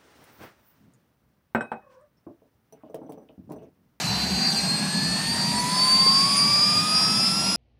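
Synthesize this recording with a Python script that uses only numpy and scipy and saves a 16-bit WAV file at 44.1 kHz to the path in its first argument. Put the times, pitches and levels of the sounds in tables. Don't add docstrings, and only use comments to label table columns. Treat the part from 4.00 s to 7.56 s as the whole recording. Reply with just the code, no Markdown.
import sys
import numpy as np
from scipy import signal
from scipy.fft import rfft, irfft
from scipy.io import wavfile
from scipy.ndimage import uniform_filter1d, map_coordinates

SR = 44100
rng = np.random.default_rng(int(sys.argv[2]) if len(sys.argv) > 2 else 0)


def pcm_store(signal):
    levels = np.round(np.clip(np.atleast_2d(signal), -1, 1) * 32767)
    wavfile.write(sys.argv[1], SR, levels.astype(np.int16).T)


N = 156996
TIME = np.arange(N) / SR

# (time [s], compressor shaft speed [Hz], gear mesh frequency [Hz])
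SPOOL_UP = [(0.0, 238.4, 700.0), (0.45, 245.18, 771.0), (0.9, 252.3, 846.4), (1.35, 259.69, 925.0),
            (1.8, 267.69, 1012.0), (2.25, 275.92, 1103.4), (2.7, 283.29, 1199.0), (3.15, 290.53, 1299.8),
            (3.56, 297.02, 1395.1)]
# (time [s], 1/e half length [s], echo delay [ms], exponential delay growth [1/s], strength [0-1])
BLADE_PASSES = [(0.531, 0.089, 0.41, 6, 0.8), (1.595, 0.073, 0.274, -4.5, 0.5),
                (2.382, 0.044, 0.253, 3.5, 0.84)]


def gain_of(db):
    return 10 ** (np.asarray(db) / 20)


def evened(x):
    return x / np.sqrt(np.mean(abs(x) ** 2) + 1e-20)


def curve(points, column=1):
    rows = np.array(points)
    return np.interp(TIME, rows[:, 0], rows[:, column])


def spectrum(points, hz):
    table_hz, db = np.transpose(points)
    return gain_of(np.interp(np.log(hz + 1), np.log(table_hz), db))


def noise_through(gain_at):
    return irfft(rfft(rng.standard_normal(N)) * spectrum(gain_at, np.fft.rfftfreq(N, 1 / SR)), N)


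def drift(width_hz):
    hz = np.fft.fftfreq(N, 1 / SR)
    white = rng.standard_normal(N) + 1j * rng.standard_normal(N)
    return evened(np.fft.ifft(white / (1 + (hz / width_hz) ** 2)))


def tone(turns, db, flutter, fuzz):
    air = 1 + flutter * drift(width_hz=21) + fuzz * drift(width_hz=55)
    return np.sqrt(2) * gain_of(db) * (evened(air) * np.exp(2j * np.pi * turns)).real


def compressor():
    # (time [s], level [dB])
    whistle_17 = [(0, -41), (.11, -30), (.38, -34.5), (.44, -26.5), (.52, -36), (.58, -30), (.63, -30.5),
                  (.71, -26), (.83, -32.5), (.98, -30), (1.04, -30.5), (1.14, -29), (1.24, -33),
                  (1.29, -32), (1.35, -43), (1.42, -33), (1.54, -38), (1.6, -26), (1.65, -41), (1.79, -23),
                  (2.04, -16), (2.3, -23.5), (2.41, -20), (2.48, -20.5), (2.58, -19.5), (2.72, -23),
                  (2.765, -18.5), (2.83, -29.5), (3.0, -19.5), (3.08, -27), (3.19, -22), (3.44, -30.5),
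                  (3.53, -23)]
    whistle_18 = [(0, -54), (.38, -61), (.48, -34.5), (.62, -41), (.72, -48), (.97, -39), (1.07, -39),
                  (1.3, -29), (1.51, -28), (1.57, -43), (1.72, -47), (1.81, -33.5), (2.09, -30.5),
                  (2.14, -31), (2.32, -28), (2.39, -31.5), (2.66, -25.5), (2.82, -45), (2.97, -35),
                  (3.03, -46), (3.29, -23), (3.46, -42), (3.52, -42)]
    whistle_19 = [(0.0, -51), (0.1, -33.5), (0.35, -32), (0.45, -25), (0.61, -30.5), (0.87, -40),
                  (1.02, -31), (1.26, -54), (1.64, -45), (1.79, -27.5), (1.9, -49), (2.16, -32),
                  (2.32, -38), (2.36, -52), (2.43, -37), (2.76, -36), (2.81, -31.8), (2.88, -36.5),
                  (3.03, -26), (3.24, -35.5), (3.44, -30.5), (3.55, -35)]
    whistle_33 = [(0, -59), (.4, -47), (0.548, -43.5), (.83, -37.5), (1.25, -44), (1.52, -37.5),
                  (1.78, -44), (3.01, -39), (3.55, -47.5)]
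    whistle_34 = [(0, -62), (.62, -41.5), (.86, -53), (1.36, -38.5), (1.47, -50), (1.85, -36),
                  (2.25, -39.5), (2.39, -29), (2.53, -68), (2.93, -44), (3.55, -43)]
    whistle_36 = [(0, -66), (1.8, -61), (1.95, -49), (2.7, -53), (2.9, -59), (3.27, -42.5), (3.55, -41)]
    whistle_38 = [(0, -53), (1.3, -54), (1.63, -44.5), (1.86, -42), (2.2, -50), (2.74, -56), (2.9, -40),
                  (3.08, -53)]
    # (shaft multiple), and (level before growth [dB])
    faint_orders = [1, 15.5, 35, 37, 49.5, 51]
    faint_db = [-46, -45, -80, -51, -61, -62]
    # (time [s], level change [dB])
    faint_growth = [(0, -17), (1.3, -5), (1.8, 0.5), (2.7, -3.5), (3.56, 1.5)]
    # (shaft multiple, half-amplitude half width [Hz], level before growth [dB])
    haze_bands = [(15.12, 370, -43.5), (32.47, 150, -43.5)]

    turns = np.cumsum(curve(SPOOL_UP, column=1)) / SR
    growth_db = curve(faint_growth)
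    out = np.zeros(N)
    for order, level in zip((17, 18, 19), (whistle_17, whistle_18, whistle_19)):
        out += tone(order * turns, curve(level), flutter=0.3, fuzz=0.12)
    for order, level in zip((33, 34, 36, 38), (whistle_33, whistle_34, whistle_36, whistle_38)):
        out += tone(order * turns, curve(level), flutter=0.6, fuzz=0.3)
    for order, db in zip(faint_orders, faint_db):
        out += tone(order * turns, db + growth_db, flutter=1.0, fuzz=0.4)
    for order, width_hz, db in haze_bands:
        band = (drift(width_hz) * np.exp(2j * np.pi * order * turns)).real
        out += gain_of(db + 0.59 * growth_db) * evened(band)
    return out


def gearbox():
    # (time [s], level [dB])
    mesh_level = [(0.0, -48.5), (0.53, -42), (1.14, -53), (1.34, -42.5), (1.62, -30), (2.03, -29.5),
                  (2.08, -27.5), (2.2, -28.5), (2.6, -33), (2.87, -30.5), (3.2, -36.5), (3.55, -38.5)]
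    # (time [s], level [dB])
    octave_level = [(0.0, -53), (0.18, -49), (0.51, -46.5), (1.03, -37), (1.79, -45), (2.08, -40.5),
                    (2.15, -58), (2.5, -37.5), (3.55, -42.5)]
    turns = np.cumsum(curve(SPOOL_UP, column=2)) / SR
    mesh = tone(turns, curve(mesh_level), flutter=0.1, fuzz=0.15)
    octave = tone(2 * turns, curve(octave_level), flutter=0.1, fuzz=0.36)
    return mesh + octave


def exhaust(level_db, patchy_db):
    # (frequency [Hz], relative level [dB])
    early_colour = [(40, -45), (200, 0), (380, 2), (510, -7), (780, 4.5), (1100, -0.5), (1400, -5.5),
                    (1700, 1.5), (2100, -3.5), (2700, 1), (3300, -7.5), (4200, 2.5), (5200, -3.5),
                    (6600, -4.5), (7600, -9), (8400, -10), (10300, -17), (13000, -18), (15500, -33)]
    # (frequency [Hz], relative level [dB])
    late_colour = [(40, -34), (200, -6.5), (380, 3), (510, -5), (700, 3.5), (1100, 2.5), (1300, 0),
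                   (1480, -4), (1750, 0.5), (2100, -3.5), (2500, 2.5), (2950, -4.5), (3450, 2.5),
                   (3800, -2), (4400, 1), (5200, 2), (5900, -4.5), (6900, -1), (8200, -5), (9300, -3),
                   (10500, -9), (12000, -16), (14000, -20.5), (15500, -28)]
    change_s = [0.32, 2.2]
    # (time [s], level [dB])
    hiss_level = [(0, -35.5), (.9, -39), (1.5, -38.5), (1.9, -38), (2.35, -38), (2.6, -38), (3.56, -39)]
    flare_hz, flare_octaves, flare_db = 7600, 0.75, 2.5

    hz, t, bins = signal.stft(rng.standard_normal(N), SR, nperseg=512, noverlap=384)
    hz = hz[:, None]
    late = np.interp(t, change_s, [0, 1])
    colour = (1 - late) * spectrum(early_colour, hz) + late * spectrum(late_colour, hz)
    patches = uniform_filter1d(rng.standard_normal(bins.shape), size=7, axis=0)
    patches = evened(uniform_filter1d(patches, size=28, axis=1))
    flare = passing(t) * np.exp(-(np.log2((hz + 1) / flare_hz) / flare_octaves) ** 2)
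    shaped = bins * colour * gain_of(patchy_db * patches + flare_db * flare)
    hiss = signal.istft(shaped, nperseg=512, noverlap=384)[1][:N]
    return gain_of(curve(hiss_level) + level_db) * evened(hiss)


def burner():
    # (frequency [Hz], relative level [dB])
    rumble_colour = [(20, -50), (45, -37), (85, -22.5), (105, -17), (130, -8), (160, -4.5), (188, -0.5),
                     (215, -3), (245, -6), (310, -23.5), (450, -30.5), (1000, -70)]
    # (time [s], level [dB])
    rumble_level = [(0, -32.5), (.2, -31.5), (.43, -30.5), (.56, -32), (.85, -28), (.91, -32), (.96, -26),
                    (1.24, -35), (1.38, -28.5), (1.87, -34.5), (2.1, -30.5), (2.15, -34.5), (2.47, -31),
                    (2.55, -35), (2.7, -32.5), (2.83, -33), (2.88, -36.5), (3.17, -30.5), (3.56, -33.5)]
    return gain_of(curve(rumble_level)) * evened(noise_through(rumble_colour))


def hums():
    # (frequency [Hz], level [dB])
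    hum_tones = [(588, -53), (665, -53.5)]
    return sum(tone(hz * TIME, db, flutter=0.31, fuzz=0.17) for hz, db in hum_tones)


def gusts():
    # (time [s], pitch [Hz], rms level at the peak [dB])
    swells = [(.1, 114.5, -35.5), (.14, 73, -43), (0.238, 73, -42), (.34, 73, -38.5), (.62, 68, -48),
              (1.1, 66, -45), (1.32, 72.8, -45), (1.57, 70.4, -46), (2.05, 62, -52), (2.5, 66, -51),
              (2.55, 111.6, -39), (2.78, 105, -39), (2.98, 70, -48), (3.46, 70, -49)]
    drift_hz, half_length_s = 6.5, 0.058
    wander = np.exp(1j * drift_hz / 4 * drift(drift_hz).real)
    out = np.zeros(N)
    for s, hz, db in swells:
        envelope = np.exp(-((TIME - s) / half_length_s) ** 2)
        rumble = (wander * np.exp(2j * np.pi * hz * TIME)).real
        out += np.sqrt(2) * gain_of(db) * envelope * rumble
    return out


def passing(t):
    return sum(strength * np.exp(-((t - s) / half_s) ** 2) for s, half_s, _, _, strength in BLADE_PASSES)


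def blade_scatter(whistles):
    scatter_db, scatter_width_hz = -9, 160
    roughness = evened(drift(scatter_width_hz).real)
    return whistles * (1 + gain_of(scatter_db) * passing(TIME) * roughness)


def blade_echo(engine):
    cut_hz, top_hz = 2500, 13500
    hz = np.fft.rfftfreq(N, 1 / SR)
    band = hz ** 2 / (hz ** 2 + cut_hz ** 2) / (1 + (hz / top_hz) ** 4)
    reflected = irfft(rfft(engine) * band, N)
    out = np.zeros(N)
    for s, half_s, delay_ms, growth, strength in BLADE_PASSES:
        near = np.flatnonzero(abs(TIME - s) < 3 * half_s)
        t = TIME[near] - s
        delay_samples = delay_ms / 1000 * SR * np.exp(growth * t)
        echo = map_coordinates(reflected, [near - delay_samples], order=3)
        out[near] -= strength * np.exp(-(t / half_s) ** 2) * echo
    return out


def bump():
    knock_s, knock_db, knock_hz, decay_s = 2.0655, -16.5, 407, 0.00091
    t = TIME - knock_s
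    return gain_of(knock_db) * np.exp(-abs(t) / decay_s) * np.sin(2 * np.pi * knock_hz * t)


def scene():
    engine = blade_scatter(compressor()) + gearbox() + exhaust(level_db=7.5, patchy_db=1.47)
    return (engine + blade_echo(engine) + burner() + hums() + gusts() + bump())[None]


def record(dry):
    edge_hz = 15650
    lowpass = signal.firwin(511, edge_hz, window=("kaiser", 9), fs=SR)
    return signal.oaconvolve(dry, lowpass[None], "same")


dry = scene()
out = record(dry)
pcm_store(out)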